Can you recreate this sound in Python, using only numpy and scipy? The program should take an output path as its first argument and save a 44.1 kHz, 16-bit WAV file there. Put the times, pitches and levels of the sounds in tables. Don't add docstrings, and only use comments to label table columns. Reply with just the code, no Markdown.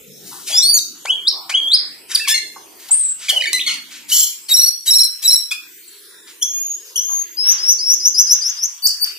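import sys
import numpy as np
from scipy import signal
from scipy.fft import rfft, irfft, next_fast_len
from scipy.io import wavfile
from scipy.ndimage import uniform_filter1d, minimum_filter1d, map_coordinates

SR = 44100
rng = np.random.default_rng(int(sys.argv[2]) if len(sys.argv) > 2 else 0)


def int16_out(signal):
    q = np.round(np.clip(np.atleast_2d(signal).T, -1, 1) * 32767)
    wavfile.write(sys.argv[1], SR, q.astype(np.int16))


def boost_factor(decibels):
    exponent = np.asarray(decibels, float) / 20
    return 10 ** exponent


N = 404838

# (2nd partial, 3rd partial) [dB re the 1st]
PURE, CLEAR, REEDY, NASAL, CREAKY = (-30, -45), (-47, -19), (-4.5, -12), (6.1, 6), (-11, -14)
HOLLOW, LOW_SIDE, HIGH_SIDE = (6, -3), (-2.5, -1), (-4.5, -40)


def coloured(points, channels):
    size = next_fast_len(N)
    hz, db = np.transpose(points)
    bin_hz = np.arange(size // 2 + 1) * SR / size
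    gain = boost_factor(np.interp(np.log(bin_hz + 1), np.log(hz), db))
    x = irfft(rfft(rng.standard_normal((channels, size))) * gain, size)[:, :N]
    return x / x.std()


def walk(rate, size):
    k = max(int(SR / rate), 2)
    held = np.repeat(rng.standard_normal(size // k + 2), k)
    return 1.5 * uniform_filter1d(uniform_filter1d(held, k), k)[:size]


def patches(shape, bins, frames):
    x = uniform_filter1d(rng.standard_normal(shape), bins, axis=0)
    x = uniform_filter1d(x, frames, axis=1)
    return x / x.std()


# (time [s], level [dB])
HUM_LEVEL = [(0, -44), (1.5, -50), (2.8, -46.5), (3.15, -107), (3.5, -40), (5.3, -74.5), (5.7, -51),
             (8.2, -46), (8.6, -81), (9.18, -46)]
# (frequency [Hz], level [dB per Hz])
AIR_COLOUR = [(30, -1), (150, 6.5), (700, 7), (1200, -1), (3000, 3.5), (14000, 3)]


def background():
    hum_hz, hum_width_hz = 368, 82
    air_level_db, patchy_db, bass_fade_db_per_s = -51.5, 5, 2.42
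    hz, t, z = signal.stft(rng.standard_normal((3, N)), SR, nperseg=1024)
    rows_hz = hz[:, None]
    centre_hz = hum_hz * (1 + .12 * patches((1, len(t)), bins=1, frames=40))
    hum_level = boost_factor(np.interp(t, *np.transpose(HUM_LEVEL)) + 11.0)
    hum = hum_level * np.exp(-((rows_hz - centre_hz) / hum_width_hz) ** 2)
    colour_hz, colour_db = np.transpose(AIR_COLOUR)
    air_db = air_level_db + np.interp(np.log(hz + 1), np.log(colour_hz), colour_db)
    bass_fade = bass_fade_db_per_s * t * (rows_hz < 900)
    swells = patchy_db * np.clip(rows_hz / 600, .4, 1) * patches(hum.shape, bins=20, frames=16)
    air = boost_factor(air_db[:, None] - bass_fade + swells)
    ports = (z[0] + 1.41 * z[1:]) * (hum + air)
    return signal.istft(ports, nperseg=1024)[1][:, :N]


def puffs(table, width):
    out = np.zeros(N + SR)
    t = np.arange(SR // 2) / SR
    for s, db, hz, length in table:
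        edges = [max(hz * (1 - 0.53 * width), 150), min(hz * (1 + 1.07 * width), 16000)]
        band = signal.butter(2, edges, "band", fs=SR, output="sos")
        x = signal.sosfilt(band, rng.standard_normal(len(t)))
        shape = np.clip(t / (length / 5), 0, 1) ** 2 * np.exp(-(t / length) ** 3)
        out[int(abs(s) * SR):][:len(t)] += boost_factor(db) * shape * x / x.std()
    return out[:N]


# (time [s], level [dB], centre [Hz], length [s])
CAGE_KNOCKS = [(0, -51, 173, 0.35), (0.304, -43.5, 990, 0.096), (0.489, -40, 680, 0.086),
               (1.3, -42, 864, .2), (2.559, -34.5, 900, .018), (2.892, -38.5, 895, 0.018),
               (3.309, -37, 600, 0.1), (7.075, -42.5, 970, 0.085)]


def cage_knocks():
    return puffs(CAGE_KNOCKS, width=0.34)


# (time [s], level [dB], centre [Hz], length [s])
SOFT_RUSTLES = [(0.453, -22.5, 5600, 0.13), (2.772, -41, 5100, 0.15), (3.164, -32, 4030, 0.3),
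                (3.657, -24, 3390, 0.1), (3.896, -35.5, 3600, .11), (6.264, -40.5, 3220, 0.061),
                (7.418, -34, 2200, 0.23), (8.095, -41, 2750, 0.99), (9.041, -34.5, 3230, 0.087)]


def rustles():
    return puffs(SOFT_RUSTLES, width=0.97)


# (time [s], level [dB], centre [Hz], length [s])
BEAK_CLICKS = [
    (1.055, -22.5, 3420, 0.006),
    (1.492, -19.5, 3450, 0.019),
    (3.53, -2.5, 6400, 0.004),
    (6.958, -27, 7340, 0.0028),
]


def beak_clicks():
    return puffs(BEAK_CLICKS, width=1.236)


# (time [s], level [dB], centre [Hz], length [s])
WIDE_BURSTS = [(0.211, -34.5, 11700, 0.32), (2.076, -28, 4560, 0.15), (2.274, -13, 6560, 0.05),
               (2.882, -30.5, 6300, 0.018), (3.289, -14, 6600, 0.026), (4.075, -20.5, 8900, 0.13),
               (4.48, -20.5, 8400, .063), (4.852, -18, 9300, 0.067), (5.217, -20.5, 9900, 0.057),
               (5.507, -21.5, 5600, 0.031), (6.833, -43, 7500, 0.11)]


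def wide_bursts():
    return puffs(WIDE_BURSTS, width=1.23)


# (centre [Hz], level [dB])
RASP_BANDS = [(3150, -26.5), (4250, -25.5), (5500, -20.5), (6800, -18), (10900, -15.5), (13200, -15)]


def rasp():
    start_s, length_s = 4.097, .165
    return puffs([(start_s, db, hz, length_s) for hz, db in RASP_BANDS], width=.08)


# (time [s], pitch [Hz], level [dB])
SWOOP_LOW_STROKE = [(0.515, 3260, -27), (0.56, 3510, -21.5), (0.6, 3560, -21.5), (0.64, 4283, -13.5),
                    (0.7, 4640, -11), (0.75, 4540, -14.5), (0.78, 4280, -24), (0.795, 3680, -16.5)]
SWOOP_HIGH_STROKE = [(0.53, 4690, -24), (0.565, 5080, -11), (0.585, 5540, -6.5), (0.61, 6090, -27),
                     (0.63, 5960, -41)]
SWOOP_LAST_STROKE = [(0.74, 6870, -6.5), (0.76, 6750, -12), (0.78, 5970, -9), (0.79, 4680, -19.5)]


def opening_swoop():
    return [(SWOOP_LOW_STROKE, REEDY), (SWOOP_HIGH_STROKE, CLEAR), (SWOOP_LAST_STROKE, HIGH_SIDE)]


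# (start [s], whip end [s], whip length [s], held level [dB], top [Hz])
HOOK_WHISTLES = [
    (1.052, 1.288, 0.02, -34.5, 5530),
    (1.497, 1.749, 0.041, -20.5, 5220),
]


def hook(s, whip, whip_s, held_db, top_hz):
    creak_s, creak_db, creak_to_hz = .042, -28, 2750
    peak_db, peak_hz, held_hz, sag_hz, whip_db = -7, 3110, 3335, 128.3, -10
    on = s + creak_s
    creak = [(s, 410, creak_db - 4.5),
             (s + .35 * creak_s, 2230, creak_db),
             (on, creak_to_hz, creak_db + 3.5)]
    tone = [(on, creak_to_hz + 90, peak_db - 7),
            (on + 0.0132, peak_hz, peak_db),
            (on + 0.0264, held_hz, peak_db - 9),
            (on + 0.0717, held_hz - 0.538 * sag_hz, held_db - 2.5),
            (whip - 2 * whip_s, held_hz - sag_hz, held_db),
            (whip - whip_s, held_hz + 150, whip_db - 9),
            (whip - .45 * whip_s, 4150, whip_db),
            (whip, top_hz - 150, whip_db + 1.5),
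            (whip + 0.014, top_hz, whip_db - 11.5)]
    return [(creak, CREAKY), (tone, (-30, -30))]


# (time [s], pitch [Hz], level [dB])
DIVE_STROKE = [(2.147, 6400, -14), (2.151, 4760, -5.5), (2.158, 4760, -9.5), (2.163, 2800, -18)]
SHRILL_WHISTLE = [(2.908, 6630, -15), (2.918, 8220, -8), (2.932, 8310, -8), (2.96, 8910, -18),
                  (3.0, 8460, -14), (3.08, 7790, -19.5), (3.13, 7960, -16.5)]


def dive_and_shrill():
    return [(DIVE_STROKE, REEDY), (SHRILL_WHISTLE, PURE)]


# (start [s], length [s], from [Hz], to [Hz], level [dB])
CHIPS_CLEAR = [(2.201, 0.064, 2610, 2717, -27.5), (2.248, 0.021, 2670, 2130, -29),
               (2.322, 0.045, 2890, 2700, -26), (3.296, 0.018, 3350, 2854, -11.5),
               (3.361, 0.026, 3110, 2885, -13.5), (3.591, 0.014, 2100, 3570, -21),
               (3.602, 0.026, 3595, 3770, -21.5), (3.611, 0.008, 3790, 2860, -15),
               (3.67, 0.034, 3490, 2770, -22), (5.877, 0.02, 8000, 6900, -36),
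               (5.508, 0.018, 3400, 3490, -23), (3.416, .018, 5230, 3800, -25.5),
               (4.117, 0.0263, 2888, 3190, -16.5), (4.17, 0.021, 3240, 3050, -37),
               (4.218, 0.032, 3160, 3026, -32.5)]
CHIPS_REEDY = [(2.196, 0.011, 1935, 1600, -27.5), (2.243, 0.014, 1780, 1620, -31),
               (3.283, 0.008, 2570, 1960, -18.5), (3.288, 0.017, 3005, 4760, -16.5),
               (3.409, 0.0071, 2530, 2360, -19), (3.421, 0.0057, 2080, 1840, -18),
               (3.437, 0.015, 2290, 1970, -20.5), (3.456, 0.012, 1790, 1860, -18),
               (3.468, 0.0295, 2230, 2300, -21), (3.494, 0.006, 2320, 1780, -18),
               (3.738, 0.0073, 5120, 4170, -19), (4.485, 0.053, 4350, 4560, -26.5),
               (5.514, .02, 2378, 2604, -17.5)]
CHIPS_NASAL = [(2.114, .013, 1996, 1444, -21.5), (2.274, 0.0092, 1073, 1160, -16.5),
               (2.285, 0.05, 1683, 1793, -14.5), ]
CHIPS_HOLLOW = [(2.341, 0.05, 2140, 2088, -14.5), (3.532, 0.059, 2020, 2000, -18),
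                (3.662, 0.041, 2178, 2103, -16.5), (3.69, 0.0327, 2135, 2223, -22.5)]


def chip(s, length, from_hz, to_hz, db):
    attack = 0.11
    return [(s, from_hz, db - 5),
            (s + attack * length, from_hz + attack * (to_hz - from_hz), db),
            (s + length, to_hz, db - 4.5)]


# (start [s], level [dB])
RASP_ARCHES = [
    (4.142, -9),
    (4.18, -3.5),
    (4.218, -11),
]


def arch(s, db):
    length_s, foot_hz, top_hz, foot_drop_db = .032, 4450, 7580, 10
    rows = []
    for u in np.linspace(0, 1, num=9):
        hz = top_hz - (top_hz - foot_hz) * (2 * u ** 0.717 - 1) ** 4
        rows.append((s + u * length_s, hz, db - foot_drop_db * (2 * u - 1) ** 2))
    return rows


# (first high note [s], end [s], high plus low note [s], low side climb [Hz per pair], high side [dB])
TWO_SIDED_TRILLS = [
    (4.538, 4.695, 0.047, 202.5, -1),
    (4.906, 5.061, 0.049, 22.5, -0.5),
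    (5.276, 5.382, .0515, -36.5, -2),
]


def trill(s, end, pair, climb_hz, db):
    lead_s, lead_swell_db, lead_db = .042, 19, -10.5
    high_hz, high_level_db, high_share, high_fall_hz = 5580, -1, .46, 190
    low_hz, low_level_db = 4055, -10.5
    tires_db = 2.5
    lead_hz = 3917 - .6 * climb_hz
    lead = [(s - lead_s, lead_hz + 60, lead_db - lead_swell_db),
            (s - lead_s / 2, lead_hz, lead_db + 1.5),
            (s - .001, lead_hz, lead_db)]
    notes = [(lead, LOW_SIDE)]
    miss_hz = 52.6 * rng.standard_normal((4, 3))
    for k, on in enumerate(np.arange(s, end - pair / 8, pair)):
        off = on + high_share * pair
        high_db = db + high_level_db - k * tires_db
        low_db = low_level_db - k * tires_db
        top_hz = high_hz + 0.56 * climb_hz + miss_hz[k, 0]
        from_hz, to_hz = low_hz + k * climb_hz + miss_hz[k, 1:]
        high = [(on, top_hz, high_db), (min(off, end), top_hz - high_fall_hz, high_db)]
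        notes.append((high, HIGH_SIDE))
        if off + pair / 4 < end:
            low = [(off + 0.0045, from_hz, low_db), (min(on + pair, end), to_hz, low_db)]
            notes.append((low, LOW_SIDE))
    return notes


# (start [s], length [s], level [dB])
LOW_UNDER_CHIPS = [
    (6.414, 0.033, -17.5),
    (6.957, 0.017, -10),
]


def under_chip(s, length, db):
    held_hz = 3370
    return [(s, 2850, db - 12.5), (s + 0.0105, held_hz - 50, db), (s + length, held_hz, db - 12.5)]


# (start [s], length [s], tone [Hz], swell time [s], swell level [dB])
THIN_WHISTLES = [
    (6.427, 0.374, 6670, 6.72, -22.5),
    (6.974, 0.3, 6510, 7.13, -18.5),
]


def thin(s, length, tone_hz, swell, swell_db):
    from_hz, settle_s, start_db, dip_db, held_db = 5600, 0.037, -13, -24, -23.5
    end = s + length
    levels = [(s, start_db), (s + 0.035, start_db - 9.5), (s + 0.0725, dip_db),
              ((s + 0.057 + swell) / 2, held_db), (swell, swell_db),
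              (max(end - .05, swell + .005), swell_db - 4), (end, swell_db - 35)]
    return [(t, tone_hz - (tone_hz - from_hz) * np.exp(-(t - s) / settle_s), db) for t, db in levels]


# (start [s], end [s], start pitch [Hz], held level [dB], peak level [dB])
BUZZY_RISES = [(7.369, 7.539, 4780, -19.5, -10.5), (7.579, 7.739, 4620, -24, -6.5),
               (7.784, 7.954, 4360, -23, -9), (7.998, 8.096, 4920, -22, -7),
               (8.142, 8.231, 4900, -15.5, -7), (8.267, 8.355, 5050, -17.5, -8.5),
               (8.414, 8.515, 4720, -19.5, -17), (8.563, 8.671, 4660, -28.5, -16)]


def rise(s, end, from_hz, held_db, peak_db):
    shelf_hz, knee_hz, top_hz = 5050, 5714, 6414
    attack_s, snap_s, release_s = 0.025, .038, .012
    shelf, knee = s + attack_s, end - snap_s
    return [(s, from_hz, held_db - 4),
            (shelf, shelf_hz, held_db),
            (shelf + 0.5 * (knee - shelf), shelf_hz + 0.57 * (knee_hz - shelf_hz),
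             held_db + 0.18 * (peak_db - held_db)),
            (knee, knee_hz, peak_db),
            (end - release_s, top_hz, peak_db - 4.0),
            (end, top_hz + 200, peak_db - 22)]


# (throw time [s], peak level [dB], top [Hz])
CLOSING_FLICKS = [
    (8.863, -9, 8730),
    (9.043, -9.5, 6670),
]


def flick(s, db, top_hz):
    held_hz, swell_s, swell_db, fade_db = 4560, .043, 24.5, 7.5
    throw_s = (top_hz - held_hz) / 250000
    return [(s - swell_s, held_hz, db - swell_db),
            (s, held_hz, db),
            (s + throw_s / 2, (held_hz + top_hz) / 2 - 250, db - fade_db / 3),
            (s + throw_s, top_hz, db - fade_db)]


def song_notes():
    notes = opening_swoop() + dive_and_shrill()
    for shape, table, voice in [(chip, CHIPS_CLEAR, CLEAR), (chip, CHIPS_REEDY, REEDY),
                                (chip, CHIPS_NASAL, NASAL), (chip, CHIPS_HOLLOW, HOLLOW),
                                (under_chip, LOW_UNDER_CHIPS, (2, -3)), (thin, THIN_WHISTLES, (-14, -40)),
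                                (rise, BUZZY_RISES, (-23, -40)), (flick, CLOSING_FLICKS, (-9, -6)),
                                (arch, RASP_ARCHES, (-3, -30))]:
        notes += [(shape(*row), voice) for row in table]
    for phrase, table in [(hook, HOOK_WHISTLES), (trill, TWO_SIDED_TRILLS)]:
        for row in table:
            notes += phrase(*row)
    return notes


# (from [s], to [s], flutter depth [0-1], share of a note that stays clean [0-1])
BUZZY_STRETCHES = [(2.33, 2.4, .4, 0), (2.9, 3, .7, .16), (3.4, 3.52, .3, 0), (3.6, 3.75, .4, 0),
                   (4.13, 4.25, .3, 0), (4.52, 4.68, .25, 0), (4.9, 5.4, .12, 0), (7.3, 7.99, .85, .62),
                   (7.99, 8.6, .85, .05)]


def note(rows, second_db, third_db):
    flutter_hz, flutter_swing = 180, .07
    s, hz, db = np.transpose(sorted(rows))
    i = np.arange(int(s[0] * SR), int(s[-1] * SR) + 2)
    t = i / SR
    along = np.linspace(0, 1, len(i))
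    shake = 0
    for start, end, depth, clean in BUZZY_STRETCHES:
        if start <= s[0] < end:
            shake = shake + depth * np.clip((along - clean) / (1 - clean), 0, 1) ** .5
    beat = 2 * np.pi * flutter_hz * t + 1.2 * walk(60, len(i))
    pitch = np.interp(t, s, hz)
    for _ in range(2):
        pitch = uniform_filter1d(pitch, size=110, mode="nearest")
    pitch = pitch * (1 + flutter_swing * shake * np.sin(beat) + .005 * walk(400, len(i)))
    phase = 2 * np.pi * np.cumsum(pitch) / SR
    partial_db = [0, second_db] + [third_db - .002 * hz.mean() * k for k in range(8)]
    tone = np.zeros(len(i))
    for k, d in enumerate(partial_db, 1):
        tone += boost_factor(d) * np.sin(k * phase) * (k * pitch < .4 * SR)
    tone *= np.sqrt(2 / sum(boost_factor(d) ** 2 for d in partial_db[:4]))
    edge = np.clip(np.minimum(t - t[0], t[-1] - t) / .002, 0, 1)
    level = boost_factor(np.interp(t, s, db) + 2.0 * walk(144.5, len(i)))
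    level = level * (1 + 0.49 * shake * np.cos(beat)) * edge
    return i, tone * level, level


def starling():
    song, effort = np.zeros(N), np.zeros(N)
    hiss = coloured([(300, -14.0), (1500, -11.0), (5000, -4.5), (14000, -10.0)], channels=1)[0]
    for rows, voice in song_notes():
        i, tone, level = note(rows, *voice)
        song[i] += tone
        effort[i] += level
    return song + boost_factor(-27) * effort * hiss


def echoes(t60, start):
    t = np.arange(SR) / SR
    shared, left, right = rng.standard_normal((3, SR))
    x = np.array([shared + 3.02 * left, np.roll(shared, -3) + 2.85 * right]) * (t > start)
    dull = signal.lfilter([.45], [1, -.55], x)
    bright = x - dull
    decay = np.log(1000) * t / t60
    x = dull * np.exp(-decay) + bright * np.exp(-decay / 0.24)
    return x / np.sqrt(np.mean(np.sum(x ** 2, axis=1)))


# (time [s], left minus right [dB], left lag [samples])
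HEAD_TURNS = [
    (0, 3, 2.35),
    (6.498, 2, 2.6),
    (7.198, 6.5, 13.1),
    (9.18, 5.5, 6.92),
]


def scene():
    bird = starling() + cage_knocks() + rustles() + beak_clicks() + wide_bursts() + rasp()
    s, pan_db, lag = np.transpose(HEAD_TURNS)
    n = np.arange(N)
    pan_db, lag = np.interp(n / SR, s, pan_db), np.interp(n / SR, s, lag)
    late_left = map_coordinates(bird, [n - lag], order=3)
    direct = np.array([late_left * boost_factor(pan_db / 2), bird * boost_factor(-pan_db / 2)])
    walls = boost_factor(-7.5) * echoes(t60=0.42, start=0.015)
    cage = boost_factor(-11) * echoes(t60=.08, start=0.00079)
    left, right = direct + signal.fftconvolve(bird[None], walls + cage, axes=1)[:, :N]
    right = boost_factor(1.5) * signal.sosfilt(signal.butter(2, 9500, fs=SR, output="sos"), right)
    return boost_factor(-0.5) * np.array([left, right]) + background()


def overload(x):
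    ceiling = .97
    top = signal.butter(4, 6500, "high", fs=SR, output="sos")
    thump = signal.butter(3, [90, 2500], "band", fs=SR, output="sos")
    square = x ** 2
    x = x + boost_factor(-7.5) * signal.sosfilt(top, square) + boost_factor(-41.5) * signal.sosfilt(thump, square)
    gain = ceiling / np.maximum(np.abs(x), ceiling)
    return x * uniform_filter1d(minimum_filter1d(gain, size=129), size=65)


def masking(x, near_db, far_db, own_db):
    top_hz = 15500
    hz, _, z = signal.stft(x, SR, nperseg=1024)
    rows_hz = hz[:, None]
    power = uniform_filter1d(np.mean(np.abs(z) ** 2, axis=0), size=3, axis=1)
    band = uniform_filter1d(power, size=7, axis=0)
    near = boost_factor(2 * near_db) * uniform_filter1d(power, size=101, axis=0, origin=16)
    far = boost_factor(2 * far_db) * power.sum(axis=0) * (rows_hz / top_hz) ** 6
    own = boost_factor(2 * own_db) * (rows_hz > 200) * uniform_filter1d(power, size=31, axis=0)
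    margin_db = 10 * np.log10(band / (near + far + own)) + 4 * patches(power.shape, bins=6, frames=8)
    keep = np.clip(margin_db / 2, .01, 1) * (rows_hz < top_hz)
    return signal.istft(z * keep, nperseg=1024)[1][:, :N]


def band_limit(x):
    return signal.sosfilt(signal.butter(12, 15950, fs=SR, output="sos"), x)


def record(dry):
    rumble_cut = signal.butter(2, 45, "high", fs=SR, output="sos")
    heard = signal.sosfilt(rumble_cut, overload(dry))
    mix = masking(heard, near_db=-25, far_db=-44, own_db=-8)
    return band_limit(mix)


dry = scene()
out = record(dry)
int16_out(out)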